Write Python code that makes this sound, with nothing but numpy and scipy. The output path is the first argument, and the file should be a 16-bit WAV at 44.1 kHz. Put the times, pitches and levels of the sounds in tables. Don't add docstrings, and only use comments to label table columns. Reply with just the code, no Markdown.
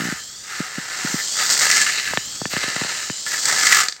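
import sys
import numpy as np
from scipy import signal
from scipy.fft import rfft, irfft, next_fast_len
from scipy.io import wavfile

SR = 44100
rng = np.random.default_rng(int(sys.argv[2]) if len(sys.argv) > 2 else 0)


def master(y):
    cut = np.clip(np.atleast_2d(y).T, -1, 1)
    pcm = np.round(cut * 32767)
    wavfile.write(sys.argv[1], SR, pcm.astype(np.int16))


N = 176400
TIME = np.arange(N) / SR

# time in seconds, relative level in dB.
GEAR_LEVEL = [(0, -31.5), (.12, -33), (.25, -37), (.43, -38.5), (.58, -31.5), (.7, -35.5), (.87, -33.5),
              (1.08, -26), (1.25, -26.5), (1.35, -23.5), (1.42, -20.5), (1.495, -22), (1.52, -16),
              (1.58, -21.5), (1.65, -19), (1.81, -18), (1.86, -22.5), (1.95, -26.5), (2.2, -32),
              (2.49, -33), (2.53, -28.5), (2.95, -27.5), (3.15, -31), (3.25, -30.5), (3.28, -26.5),
              (3.445, -23), (3.5, -20.5), (3.58, -20.5), (3.75, -18), (3.81, -17), (3.87, -31),
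              (3.92, -37.5), (4, -53)]
# start in seconds, relative ring and clack levels in dB.
JOINTS = [(1.3774, -45, -21), (1.501, -21.5, -12.5), (1.5333, -24, -16), (1.5954, -40, -15),
          (1.6156, -13, -12.5), (1.656, -19, -22), (1.7137, -12, -11), (1.7631, -16, -19),
          (1.779, -8.5, -19), (1.8157, -11, -13), (1.823, -17, -18), (1.864, -10.5, -28),
          (1.891, -19.5, -28), (1.92, -23, -31), (3.2639, -19, -27), (3.4549, -22.5, -13),
          (3.4846, -31, -15.5), (3.495, -20, -21), (3.5984, -21, -17), (3.656, -27, -14),
          (3.669, -12.5, -11), (3.7239, -7, -11), (3.7463, -20.5, -13), (3.7915, -12, -30),
          (3.803, -11, -13)]
JOINT_DECAY_S = 0.01


def gears(judder):
    # frequency in Hz, relative level in dB.
    hiss_eq = [(25, -21), (60, -26.5), (150, -13), (600, -12.5), (2500, -14), (3400, -7), (4100, -3),
               (4650, 2), (5200, 1), (6200, 1), (7400, 3), (8200, -1.5), (9200, -12.5), (10300, -34),
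               (16000, -41)]
    teeth = clicks(per_s=9000, spread_db=1) * from_db(curve(GEAR_LEVEL) - 1 + 2 * judder)
    return colour(teeth, hiss_eq)


def gear_whine():
    # time in seconds, rate in Hz.
    mesh_rate = [(0, 980), (.18, 1020), (.3, 1090), (.44, 1200), (.7, 1076), (1.22, 1045), (1.28, 1054),
                 (1.35, 1149), (1.43, 1180), (1.9, 1004), (2.2, 973), (2.3, 1075), (2.37, 1102),
                 (2.48, 1148), (2.8, 1061), (3.14, 994), (3.26, 1084), (3.5, 1130), (3.82, 1007), (4, 800)]
    # multiple of the mesh rate, relative level in dB.
    partials = [(3, -9), (4, -8.5), (5, -13), (6, -21.5), (7, -16.5)]
    # frequency in Hz, width in Hz, gain in dB.
    shell_modes = [(4750, 170, 1.5), (7100, 650, 13.5)]
    # start and end in seconds, relative whine level in dB.
    straights = [(0.194, .44, 0.5), (1.232, 1.45, -3.5), (2.188, 2.46, 1), (3.115, 3.263, -1)]
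    roughness_hz, fade_s, bend_db = 135, 0.05, -9
    phase = 2 * np.pi * np.cumsum(curve(mesh_rate)) / SR
    whine = np.zeros(N)
    for k, db in partials:
        partial = drift(roughness_hz) * np.cos(k * phase) + drift(roughness_hz) * np.sin(k * phase)
        whine += from_db(db) * partial / np.sqrt(2)
    free_run = sum(from_db(db) * np.interp(TIME, [start - fade_s, start, end, end + fade_s], [0, 1, 1, 0])
                   for start, end, db in straights)
    swell = np.maximum(free_run, from_db(bend_db))
    return add_modes(whine, shell_modes) * swell * from_db(curve(GEAR_LEVEL) + 0.5)


def rollers(judder):
    # time in seconds, relative level in dB.
    rattle_level = [(0, -25.5), (.08, -28), (.16, -35), (.25, -54.5), (.44, -49), (.49, -38), (.58, -33),
                    (.68, -38), (.76, -36), (.87, -35), (1.07, -28.5), (1.2, -31), (1.26, -46),
                    (1.33, -44.5), (1.4, -23.5), (1.47, -34), (1.58, -30), (1.66, -20), (1.78, -18.5),
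                    (1.82, -22), (1.85, -25), (1.94, -26), (1.98, -21.5), (2.03, -26.5), (2.07, -21.5),
                    (2.13, -27), (2.25, -43.5), (2.49, -52), (2.52, -28), (2.64, -26), (2.72, -31.5),
                    (2.83, -27.5), (3.05, -35.5), (3.17, -44.5), (3.25, -53), (3.27, -38), (3.34, -23.5),
                    (3.42, -36), (3.51, -26), (3.56, -24.5), (3.68, -19.5), (3.76, -16.5), (3.81, -20),
                    (3.86, -27), (3.93, -74), (4, -47)]
    # time in seconds, then gains in dB for deep modes, rumble and chatter.
    sections = np.array([(0, 0.5, -0.5, -8), (.6, 5.5, 3, 2), (1.1, -1.5, 4, 0), (1.3, -2, 1, -8),
                         (1.45, 4.5, 4.5, 4), (1.62, -2.5, 2, -3.5), (1.8, -5.5, -14, -8.5),
                         (1.95, -7, -3, 5), (2.12, -2.5, -11, -4), (2.35, 3, -1, 8), (2.6, -1, 0.5, 2.5),
                         (2.9, -5, 4, 4.5), (3.2, 0, -2.5, 5), (3.35, -6.5, -2, -9), (3.52, 0.5, 8.5, -1),
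                         (3.62, 0, -8.5, -15), (3.8, 1.5, -10, -28), (4, 3, 10.5, -3)])
    # frequency in Hz, relative level in dB.
    rumble_eq = [(25, -77), (60, -33), (130, -3.5), (250, -10.5), (400, -2), (700, 0.5), (1000, 4.5),
                 (1400, 6), (2000, 12.5), (2600, -8.5), (4000, -17.5), (8000, -25.5)]
    chatter_eq = [(300, -39), (1600, -20), (2100, -4.5), (2800, 4.5), (3350, -11), (3850, 3), (4400, 2.5),
                  (8000, -50)]
    deep_gain, rumble_gain, chatter_gain = (from_db(curve(sections[:, [0, k]])) for k in (1, 2, 3))
    rattle = clicks(per_s=1500, spread_db=2) * from_db(curve(rattle_level) + 3 * judder)
    rattle += bursts([(s, ring_db - 2) for s, ring_db, _ in JOINTS], JOINT_DECAY_S)
    ring = track_ring(rattle, deep_gain)
    rumble = colour(rattle * rumble_gain, rumble_eq)
    chatter = colour(rattle * chatter_gain * rng.choice([-1, 1], N), chatter_eq)
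    return from_db(-3.5) * ring + from_db(-4) * rumble + from_db(-7) * chatter


def track_ring(rattle, deep_gain):
    # frequency in Hz, width in Hz, relative level in dB.
    modes = [(746, 28, -5.5), (850, 20, -12), (1258, 90, 0), (1380, 100, -2), (1549, 30, -0.5),
             (1637, 32, -4), (1725.4, 64, 4), (1920, 91, -0.5), (1995, 46, 1), (2080, 38, -8),
             (2606, 23, -9)]
    deep_below_hz, wander_db = 1550, 2.5
    ring = np.zeros(N)
    for hz, width, db in modes:
        drive = rattle * deep_gain if hz < deep_below_hz else rattle
        ring += from_db(db + wander_db * drift(rate_hz=8.6)) * resonate(drive, hz, width)
    power = sum(from_db(db) ** 2 * np.pi * width / SR for _, width, db in modes)
    return low_cut(ring / np.sqrt(power), hz=922)


def roller_scrape(judder):
    # time in seconds, relative level in dB.
    scrape_level = [(0, -44), (.12, -49.5), (.22, -52), (.45, -57), (.5, -51), (.6, -52), (.75, -53),
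                    (.9, -52), (1.19, -39), (1.27, -47), (1.35, -44), (1.41, -37), (1.495, -38),
                    (1.51, -33), (1.58, -38), (1.63, -35), (1.75, -38), (1.93, -45), (2.09, -45),
                    (2.2, -47), (2.49, -51), (2.51, -38), (2.6, -51), (3.05, -47.5), (3.25, -53),
                    (3.27, -42), (3.445, -41), (3.5, -37), (3.58, -42), (3.77, -28), (3.85, -45), (4, -77)]
    # frequency in Hz, relative level in dB.
    scrape_eq = [(100, -50), (1000, -12), (3000, 1), (5000, 7.5), (8000, 5.5), (10400, -22.5), (12500, 3),
                 (14500, 2), (16000, 1)]
    grit = clicks(per_s=2500, spread_db=2.5) * from_db(curve(scrape_level) + 4.5 + 3 * judder)
    return colour(grit, scrape_eq)


def joint_clacks():
    # frequency in Hz, relative level in dB.
    clack_eq = [(30, -46), (200, -24), (1000, -9.5), (2500, -25), (3400, -4.5), (4400, 6.5), (6900, 4.5),
                (8300, 6.5), (10400, -27), (15500, -13)]
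    hits = [(s, clack_db) for s, _, clack_db in JOINTS]
    crack = from_db(4) * bursts(hits, decay_s=0.0017)
    clatter = from_db(-4) * bursts(hits, JOINT_DECAY_S)
    return colour(crack + clatter, clack_eq)


def catch():
    # start in seconds, relative level in dB.
    grips = [(3.8845, -9), (3.896, -21), (3.924, -21), (3.964, -29)]
    # frequency in Hz, relative level in dB.
    grip_eq = [(200, -15.5), (1000, -10), (1700, 2), (2800, -10), (4500, 9), (6000, -1.5), (8000, -3),
               (10000, -37), (16000, -28)]
    return colour(bursts(grips, decay_s=0.0024), grip_eq)


def handling():
    # start in seconds, relative level in dB.
    thumps = [(.0, -20.5), (0.017, -19.5), (0.036, -24), (0.051, -19.5), (0.068, -23), (0.085, -21),
              (0.123, -18.5), (.602, -15), (0.781, -19), (1.047, -16.5), (1.098, -34), (1.141, -14),
              (2.066, -44), (2.107, -35), (2.272, -40), (2.36, -46)]
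    # start in seconds, click level in dB, brightness in Hz, thump level in dB.
    taps = [(2.135, -13.5, 1100, -29), (2.1736, -4, 2360, -19.5), (2.4152, -19.5, 890, -20),
            (2.455, -12, 1800, -19.5), (2.534, -22, 800, -25), (2.566, -10.5, 1980, -18.5),
            (2.638, -21, 810, -26.5), (2.678, -31.5, 800, -24), (2.761, -22.5, 890, -23.5),
            (2.8142, -18.5, 1220, -17.5), (2.846, -24, 810, -28), (3.0989, -16.5, 1760, -19)]
    # frequency in Hz, width in Hz, gain in dB.
    case_modes = [(176, 23, -13), (624, 120, -15), (1764, 73, 8)]
    hits = np.zeros(N)
    for s, db in thumps:
        hits += blow(s, db, low_hz=137.4, high_hz=304)
        hits += blow(s, db - 12, low_hz=380, high_hz=660)
    for s, click_db, bright_hz, thump_db in taps:
        hits += blow(s, click_db, low_hz=418, high_hz=bright_hz)
        hits += blow(s, click_db - 1.5, low_hz=bright_hz, high_hz=1.59 * bright_hz)
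        hits += blow(s + 0.0024, thump_db, low_hz=109.6, high_hz=323)
    return add_modes(hits, case_modes)


def hand_rustle():
    # time in seconds, level in dB.
    rustle_level = [(0, -50.5), (.3, -54), (1.1, -61), (2.03, -69), (2.07, -42), (2.2, -49.5), (2.5, -50),
                    (2.86, -53), (2.92, -54), (3.8, -73), (4, -70)]
    # frequency in Hz, relative level in dB.
    rustle_eq = [(20, -33), (55, 4), (130, 0), (250, -2), (600, -9), (3000, -23)]
    return from_db(curve(rustle_level)) * colour(rng.standard_normal(N), rustle_eq)


def room(x):
    t60_s, predelay_s = 0.31, 0.004
    t = TIME[:SR // 2]
    tail = rng.standard_normal(len(t)) * from_db(-60 * t / t60_s) * (t > predelay_s)
    return signal.fftconvolve(x, tail / np.sqrt(np.sum(tail ** 2)))[:N]


def from_db(db):
    return 10 ** (np.asarray(db) / 20)


def unit_power(x):
    return x / np.sqrt(np.mean(x ** 2) + 1e-20)


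def curve(rows):
    return np.interp(TIME, *np.transpose(rows))


def colour(x, eq):
    hz, db = np.transpose(eq)
    size = next_fast_len(2 * N)
    bin_hz = np.arange(size // 2 + 1) * SR / size
    gain = from_db(np.interp(np.log(bin_hz + 1), np.log(hz), db))
    cepstrum = irfft(np.log(unit_power(gain)), size)
    cepstrum[1:size // 2] *= 2
    cepstrum[size // 2 + 1:] = 0
    return irfft(rfft(x, size) * np.exp(rfft(cepstrum)), size)[:N]


def low_cut(x, hz):
    return signal.sosfilt(signal.butter(2, hz, "high", fs=SR, output="sos"), x)


def drift(rate_hz):
    r = np.exp(-2 * np.pi * rate_hz / SR)
    return unit_power(signal.lfilter([1], [1, -2 * r, r * r], rng.standard_normal(N + SR))[SR:])


def clicks(per_s, spread_db):
    sizes = from_db(spread_db * np.minimum(rng.exponential(1, N), 4)) * rng.choice([-1, 1], N)
    return unit_power(sizes * (rng.random(N) < per_s / SR))


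def resonate(x, hz, width):
    r = np.exp(-np.pi * width / SR)
    feedback = [1, -2 * r * np.cos(2 * np.pi * hz / SR), r * r]
    return signal.lfilter(np.array([1, 0, -1]) * (1 - r * r) / 2, feedback, x)


def add_modes(x, modes):
    return x + sum(from_db(db) * resonate(x, hz, width) for hz, width, db in modes)


def bursts(rows, decay_s):
    envelope = sum(from_db(db) * (TIME >= s) * np.exp(-np.abs(TIME - s) / decay_s) for s, db in rows)
    return envelope * rng.standard_normal(N)


def blow(start_s, peak_db, low_hz, high_hz):
    band = signal.butter(3, [low_hz, high_hz], "band", fs=SR, output="sos")
    pulse = signal.sosfilt(band, signal.unit_impulse(SR // 10))
    pulse *= from_db(peak_db) / np.abs(pulse).max()
    return np.pad(pulse, (int(start_s * SR), N))[:N]


def scene():
    near_db, far_share = -22.5, 0.51
    judder_depth = np.clip(from_db(curve(GEAR_LEVEL) - near_db), far_share, 1)
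    judder = drift(rate_hz=165) * judder_depth
    car = gear_whine() + gears(judder) + rollers(judder) + roller_scrape(judder)
    car += joint_clacks() + catch()
    return (car + from_db(-14.5) * room(car) + handling() + hand_rustle())[None]


def record(dry):
    clipped = np.clip(dry, -1, 1)
    high_cut = signal.ellip(12, .1, 80, 16050, fs=SR, output="sos")
    return signal.sosfilt(high_cut, low_cut(clipped, hz=45))


dry = scene()
out = record(dry)
master(out)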